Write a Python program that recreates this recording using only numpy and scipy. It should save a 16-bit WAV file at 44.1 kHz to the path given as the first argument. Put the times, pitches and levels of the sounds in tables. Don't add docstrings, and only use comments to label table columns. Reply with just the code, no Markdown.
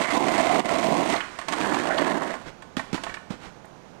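import sys
import numpy as np
from scipy import signal
from scipy.fft import rfft, irfft, next_fast_len
from scipy.io import wavfile
from scipy.ndimage import uniform_filter1d, map_coordinates

SR = 44100
rng = np.random.default_rng(int(sys.argv[2]) if len(sys.argv) > 2 else 0)


def inscribe(sig):
    pcm = np.round(np.clip(np.atleast_2d(sig).T, -1, 1) * 32767)
    wavfile.write(sys.argv[1], SR, pcm.astype(np.int16))


N = 176400
DECK_HITS_PER_S, TRUCK_HITS_PER_S, GRIT_HITS_PER_S = 1400, 1200, 1700


def amp(db):
    return 10 ** (np.asarray(db) / 20)


def unit(x):
    return x / np.sqrt(np.mean(x ** 2) + 1e-20)


def along(points, hz):
    point_hz, values = np.transpose(points)
    return np.interp(np.log(hz + 1), np.log(point_hz + 1), values)


def colour(x, spectrum, size=8192):
    gain = amp(along(spectrum, np.fft.rfftfreq(size, 1 / SR)))
    cepstrum = irfft(np.log(gain))
    cepstrum[1:size // 2] *= 2
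    cepstrum[size // 2 + 1:] = 0
    impulse = irfft(np.exp(rfft(cepstrum)))[:size // 2]
    return signal.fftconvolve(x, impulse / np.linalg.norm(impulse))[:len(x)]


def resonance(x, hz, width_hz):
    carrier = np.exp(2j * np.pi * np.cumsum(hz * np.ones(N)) / SR)
    pole = np.exp(-2 * np.pi * width_hz / SR)
    baseband = signal.lfilter([1], [1, -2 * pole, pole ** 2], x / carrier)
    return unit((baseband * carrier).real)


def wobble(knots_per_s):
    return map_coordinates(rng.standard_normal(N // 20), [np.arange(N) * knots_per_s / SR], mode="wrap")


def contacts(hits_per_s, spread_db, hiss):
    hit = rng.random(N) < hits_per_s / SR
    size = amp(spread_db * np.minimum(rng.standard_exponential(N), 4))
    impacts = unit(hit * size * np.sign(rng.standard_normal(N)))
    return unit(impacts + hiss * rng.standard_normal(N))


def add(out, start_s, x):
    part = out[max(round(start_s * SR), 0):][:len(x)]
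    part += x[:len(part)]


def bursts(times_s, levels_db, t60_s):
    envelope, t = np.zeros(N), np.arange(SR // 4) / SR
    for start_s, db in zip(times_s, levels_db):
        add(envelope, start_s, amp(db - 60 * t / t60_s))
    return envelope


def noise_bursts(times_s, levels_db, t60_s):
    return bursts(times_s, levels_db, t60_s) * rng.standard_normal(N)


# [f/Hz, level/dB]
AIR_SPECTRUM = [(20, -15.5), (180, -1.5), (400, -6.5), (850, -8), (2000, -20), (5000, -29), (6700, -28.5),
                (7300, -35), (14000, -49)]

def air():
    return amp(-50) * colour(rng.standard_normal(N), AIR_SPECTRUM)


# [f/Hz, t60/s]
YARD_DECAY = [(150, 0.27), (1600, 0.48), (10000, 0.48)]

def yard_echo(x, rise_s=0.0046):
    hz, t, bands = signal.stft(rng.standard_normal(SR // 2), SR, nperseg=256)
    decay = amp(-60 * t / along(YARD_DECAY, hz)[:, None])
    _, tail = signal.istft(bands * decay, SR, nperseg=256)
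    tail *= 1 - np.exp(-np.arange(len(tail)) / SR / rise_s)
    return signal.fftconvolve(x, tail / np.linalg.norm(tail))[:N]


# [t/s, level/dB]
GRIT_TICKS = [(3.655, -54.5)]
# [f/Hz, level/dB]
TICK_SPECTRUM = [(3000, -30), (9000, 6), (12000, -6)]

def grit_ticks():
    times_s, db = np.transpose(GRIT_TICKS)
    return colour(noise_bursts(times_s, db, t60_s=0.015), TICK_SPECTRUM)


# [t/s, length/s, level/dB]
SHOE_SCUFFS = [(2.442, 0.071, -42), (2.818, 0.17, -51.5), (2.992, 0.16, -44), (3.288, 0.075, -43.5),
               (3.389, 0.12, -44)]
# [f/Hz, level/dB]
SCUFF_SPECTRUM = [(200, 9.5), (700, 6), (2000, 2), (8000, -15), (13000, -35)]

def shoe_scuffs():
    pressure = np.zeros(N)
    for start_s, length_s, db in SHOE_SCUFFS:
        add(pressure, start_s, amp(db) * np.sqrt(np.hanning(int(length_s * SR))))
    return colour(pressure * contacts(GRIT_HITS_PER_S, spread_db=2.5, hiss=1), SCUFF_SPECTRUM)


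# [t/s, thud level/dB, thud f/Hz, crunch level/dB]
FOOTFALLS = [(2.768, -26, 261, -29.5), (2.929, -26.5, 232, -32.5), (2.943, -30, 277, -32.5),
             (3.304, -26.5, 198, -40.5)]
# [ratio to thud f, level/dB, t60/s]
THUD_MODES = [(.72, -4.5, 0.047), (1, 5, 0.038)]
# [f/Hz, level/dB]
SLAP_SPECTRUM = [(150, -21), (330, 18), (650, 6.5), (1600, -42)]
# [f/Hz, level/dB]
CRUNCH_SPECTRUM = [(350, 2.5), (800, 8), (3300, -1.5), (5000, -5.5), (8800, -14.5), (14000, -32)]

def footsteps(rise_s=0.0025, low_cut_hz=90):
    thuds, t = np.zeros(N), np.arange(SR // 4) / SR
    ratio, mode_db, t60_s = np.transpose(THUD_MODES)[:, :, None]
    attack = 1 - np.exp(-(t / rise_s) ** 2)
    for start_s, db, hz, _ in FOOTFALLS:
        phase = rng.random((len(THUD_MODES), 1))
        modes = amp(mode_db - 60 * t / t60_s) * np.sin(2 * np.pi * (hz * ratio * t + phase))
        add(thuds, start_s, amp(db + 6) * modes.sum(0) * attack)
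    times_s, thud_db, _, crunch_db = np.transpose(FOOTFALLS)
    slaps = colour(noise_bursts(times_s, thud_db - 8, t60_s=0.055), SLAP_SPECTRUM)
    grains = contacts(GRIT_HITS_PER_S, spread_db=2.5, hiss=0.8)
    crunch = colour(bursts(times_s, crunch_db, t60_s=0.12) * grains, CRUNCH_SPECTRUM)
    low_cut = signal.butter(2, low_cut_hz, "high", fs=SR, output="sos")
    return signal.sosfilt(low_cut, thuds + slaps) + crunch


# [f/Hz, level/dB]
WHIRR_SPECTRUM = [(150, -15), (360, -1.5), (480, -11.5), (1000, -3), (2100, -6), (3000, -15.5), (9000, -25),
                  (11000, -44)]

def bearing_whirr(start_s=1.17, end_s=1.49, fade_db_per_s=13.5):
    t = np.arange(N) / SR
    aloft = (t > start_s) & (t < end_s)
    envelope = aloft * amp(-42.5 - fade_db_per_s * (t - start_s))
    return colour(envelope * rng.standard_normal(N), WHIRR_SPECTRUM)


# [t/s, length/s, centre f/Hz, level/dB]
BOARD_SCRAPES = [(1.158, 0.014, 3970, -34), (1.201, 0.022, 2760, -34), (1.891, 0.058, 1610, -29),
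                 (1.974, 0.017, 3400, -27)]

def board_scrapes(relative_width=0.21):
    out = np.zeros(N)
    for start_s, length_s, hz, db in BOARD_SCRAPES:
        slips = contacts(TRUCK_HITS_PER_S, spread_db=1.5, hiss=0.51)
        ring = resonance(slips, hz, hz * relative_width)
        n = int(length_s * SR)
        add(out, start_s, amp(db) * np.hanning(n) * ring[:n])
    return out


# [f/Hz, level/dB]
GRIT_SPECTRUM = [(1200, -5), (2400, 1), (3000, 0), (4400, -4.5), (5200, -8.5), (7200, -8.5), (8900, -10),
                 (10000, -20), (14000, -31.5)]

def grit_crackle(force):
    return colour(force, GRIT_SPECTRUM)


# [f/Hz, level/dB]
TRUCK_SPECTRUM = [(400, -26), (1100, 10), (1600, 3), (2130, 3), (2450, -10), (2850, -7.5), (5000, -52.5)]

def truck_rattle(force):
    return colour(force, TRUCK_SPECTRUM)


# [t/s, ring level/dB, crack level/dB, ring centre f/Hz]
BOARD_STRIKES = [(1.141, -20.5, -45, 915), (1.204, -25, -41, 1430), (1.388, -27.5, -36, 970),
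                 (1.413, -30.5, -44, 1520), (1.4836, -23.5, -29, 920), (1.524, -25, -29.5, 1200),
                 (1.534, -24, -36, 1200), (1.985, -19, -35, 880), (2.339, -26.5, -42, 890),
                 (2.622, -39.5, -47.5, 1340), (2.794, -24.5, -39, 1530), (2.978, -31, -47, 1410),
                 (3.036, -28.5, -33, 1190), (3.066, -26.5, -58, 1040), (3.095, -32.5, -46, 2130),
                 (3.121, -38, -66, 2000), (3.141, -30.5, -38.5, 2130), (3.169, -32, -60, 1870),
                 (3.645, -42.5, -64, 940)]
# [f/Hz, level/dB, t60/s]
BOARD_MODES = [(340, 3, 0.061), (680, 7, 0.035), (883, 2.5, 0.042), (1065.4, -3, 0.093), (1483, -9.5, 0.16),
               (1744, 2.5, 0.042), (1890, 1, 0.038), (2280, 1.5, 0.033), (2800, -3.5, 0.029)]

def board_clacks(rise_s=0.0015, focus_db_per_oct2=9):
    rings, t = np.zeros(N), np.arange(SR // 4) / SR
    hz, mode_db, t60_s = np.transpose(BOARD_MODES)[:, :, None]
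    attack = 1 - np.exp(-t / rise_s)
    for start_s, db, _, centre_hz in BOARD_STRIKES:
        strength, detune, phase = rng.standard_normal((3, len(BOARD_MODES), 1))
        weights = amp(mode_db + 2 * strength - focus_db_per_oct2 * np.log2(hz / centre_hz) ** 2)
        weights /= np.linalg.norm(weights)
        detuned_hz = hz * (1 + 0.021 * detune)
        modes = weights * amp(-60 * t / t60_s) * np.sin(2 * np.pi * (detuned_hz * t + phase))
        add(rings, start_s, 2 * amp(db - 2) * modes.sum(0) * attack)
    times_s, ring_db, crack_db, _ = np.transpose(BOARD_STRIKES)
    clatter = truck_rattle(noise_bursts(times_s, ring_db - 7, t60_s=0.045))
    cracks = grit_crackle(noise_bursts(times_s, crack_db, t60_s=0.064))
    return rings + clatter + cracks


# [f/Hz, level/dB]
BOOM_SPECTRUM = [(90, -31), (165, 11), (320, 3), (600, -36)]

def deck_boom(peak_s=0.89, width_s=0.047):
    swell = amp(-33.5) * np.exp(-((np.arange(N) / SR - peak_s) / width_s) ** 2)
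    return colour(swell * contacts(DECK_HITS_PER_S, spread_db=6, hiss=0), BOOM_SPECTRUM)


# [t/s, level/dB]
WHEEL_BUMPS = [(0.2838, -21), (0.599, -24), (0.691, -21.5), (0.7525, -33), (0.786, -26), (1.612, -24.5),
               (1.7458, -34), (1.7982, -26), (1.872, -29.5), (2.044, -28)]
# [f/Hz, level/dB]
BUMP_SPECTRUM = [(100, -15), (300, 10), (600, 2.5), (2100, 12), (5200, -6), (8800, -6.5), (10000, -27),
                 (14000, -25)]

def wheel_bumps():
    times_s, db = np.transpose(WHEEL_BUMPS)
    return colour(noise_bursts(times_s, db - 2.5, t60_s=0.038), BUMP_SPECTRUM)


# [t/s, length/s, depth/dB]
WHEEL_SKIPS = [(0.183, 0.014, 7), (0.606, 0.04, 13), (0.646, 0.041, 5.5)]

def wheel_load_db(flutter_db=2, edge_s=0.0028):
    dip_db = np.zeros(N)
    for start_s, length_s, depth_db in WHEEL_SKIPS:
        add(dip_db, start_s, np.full(int(length_s * SR), depth_db))
    return flutter_db * wobble(knots_per_s=120) - uniform_filter1d(dip_db, int(edge_s * SR) + 1)


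# [t/s, deck level/dB, growl level/dB, truck level/dB, grit level/dB]
RUN_UP_LEVELS = [(0, -26, -35.5, -31, -32), (.07, -44, -36, -30, -38.5), (.115, -28, -32, -25.5, -30.5),
                 (.18, -25, -29.5, -34, -36), (.35, -30, -34, -30.5, -36), (.49, -31, -25.5, -30, -33.5),
                 (.58, -26, -28, -31, -35.5), (.78, -32, -30.5, -32, -37), (.88, -27, -28.5, -36, -35.5),
                 (1.0, -27.5, -33, -37, -38.5), (1.1, -30, -34, -32, -35), (1.16, -33.5, -34, -30, -34.5),
                 (1.19, -48, -46, -36, -46), (1.26, -58, -52, -42, -51)]
# [t/s, deck level/dB, growl level/dB, truck level/dB, grit level/dB]
RUN_OUT_LEVELS = [(1.48, -39.5, -46, -42, -49), (1.63, -29.5, -38, -31.5, -37.5),
                  (1.78, -29.5, -44.5, -31.5, -37.5), (1.9, -36, -31.5, -34.5, -41.5),
                  (2.09, -29.5, -33.5, -31, -40.5), (2.19, -33.5, -38.5, -36.5, -46),
                  (2.3, -36, -37, -33, -43), (2.45, -55, -59, -54, -59)]
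# [f/Hz, level/dB]
DECK_SPECTRUM = [(40, -35), (110, -17.5), (170, -6.5), (300, 3.5), (460, -6), (850, -6.5), (1050, -2.5),
                 (1350, -31.5), (2500, -49.5)]

def rolling(run, growl_width_hz, axle_hz, growl_hz=680, wander_hz=18):
    t = np.arange(N) / SR
    times_s, *levels_db = np.transpose(run)
    load_db = wheel_load_db()
    deck_gain, growl_gain, truck_gain, grit_gain = [
        amp(np.interp(t, times_s, db, left=-np.inf, right=-np.inf) + load_db) for db in levels_db]
    deck_hits, growl_hits = [contacts(DECK_HITS_PER_S, spread_db=0.5, hiss=0) for _ in range(2)]
    truck_hits, axle_hits = [contacts(TRUCK_HITS_PER_S, spread_db=3.5, hiss=0.25) for _ in range(2)]
    rumble = colour(deck_gain * deck_hits, DECK_SPECTRUM)
    hollow_hz = growl_hz + wander_hz * wobble(knots_per_s=10.14)
    growl = growl_gain * resonance(growl_hits, hollow_hz, growl_width_hz)
    trucks = truck_rattle(amp(-4.5) * truck_gain * truck_hits)
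    axles = amp(-8.5) * truck_gain * resonance(axle_hits, axle_hz, width_hz=225)
    grit = grit_crackle(amp(-1.5) * grit_gain * contacts(GRIT_HITS_PER_S, spread_db=3.5, hiss=0.53))
    return rumble + growl + trucks + axles + grit


def scene():
    roll = rolling(RUN_UP_LEVELS, growl_width_hz=72, axle_hz=2055)
    roll += rolling(RUN_OUT_LEVELS, growl_width_hz=125, axle_hz=1684)
    roll += wheel_bumps() + deck_boom() + bearing_whirr()
    hits = board_clacks() + board_scrapes() + footsteps() + shoe_scuffs() + grit_ticks()
    echo = yard_echo(amp(-17.5) * roll + amp(-8) * hits)
    right = 2 * (roll + hits + echo + air())
    return np.array([np.zeros(N), right])


# [f/Hz, level/dB]
IDLE_SPECTRUM = [(10, 1.5), (400, -41.5), (7000, -50), (10000, -72)]

def record(dry, ceiling=0.43, top_hz=14400):
    x = dry / (1 + (dry / ceiling) ** 4) ** (1 / 4)
    x[0] += amp(-65.5) * colour(rng.standard_normal(N), IDLE_SPECTRUM)
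    size = next_fast_len(N + SR // 2)
    passband = np.fft.rfftfreq(size, 1 / SR) < top_hz
    return irfft(rfft(x, size) * passband, size)[:, :N]


dry = scene()
out = record(dry)
inscribe(out)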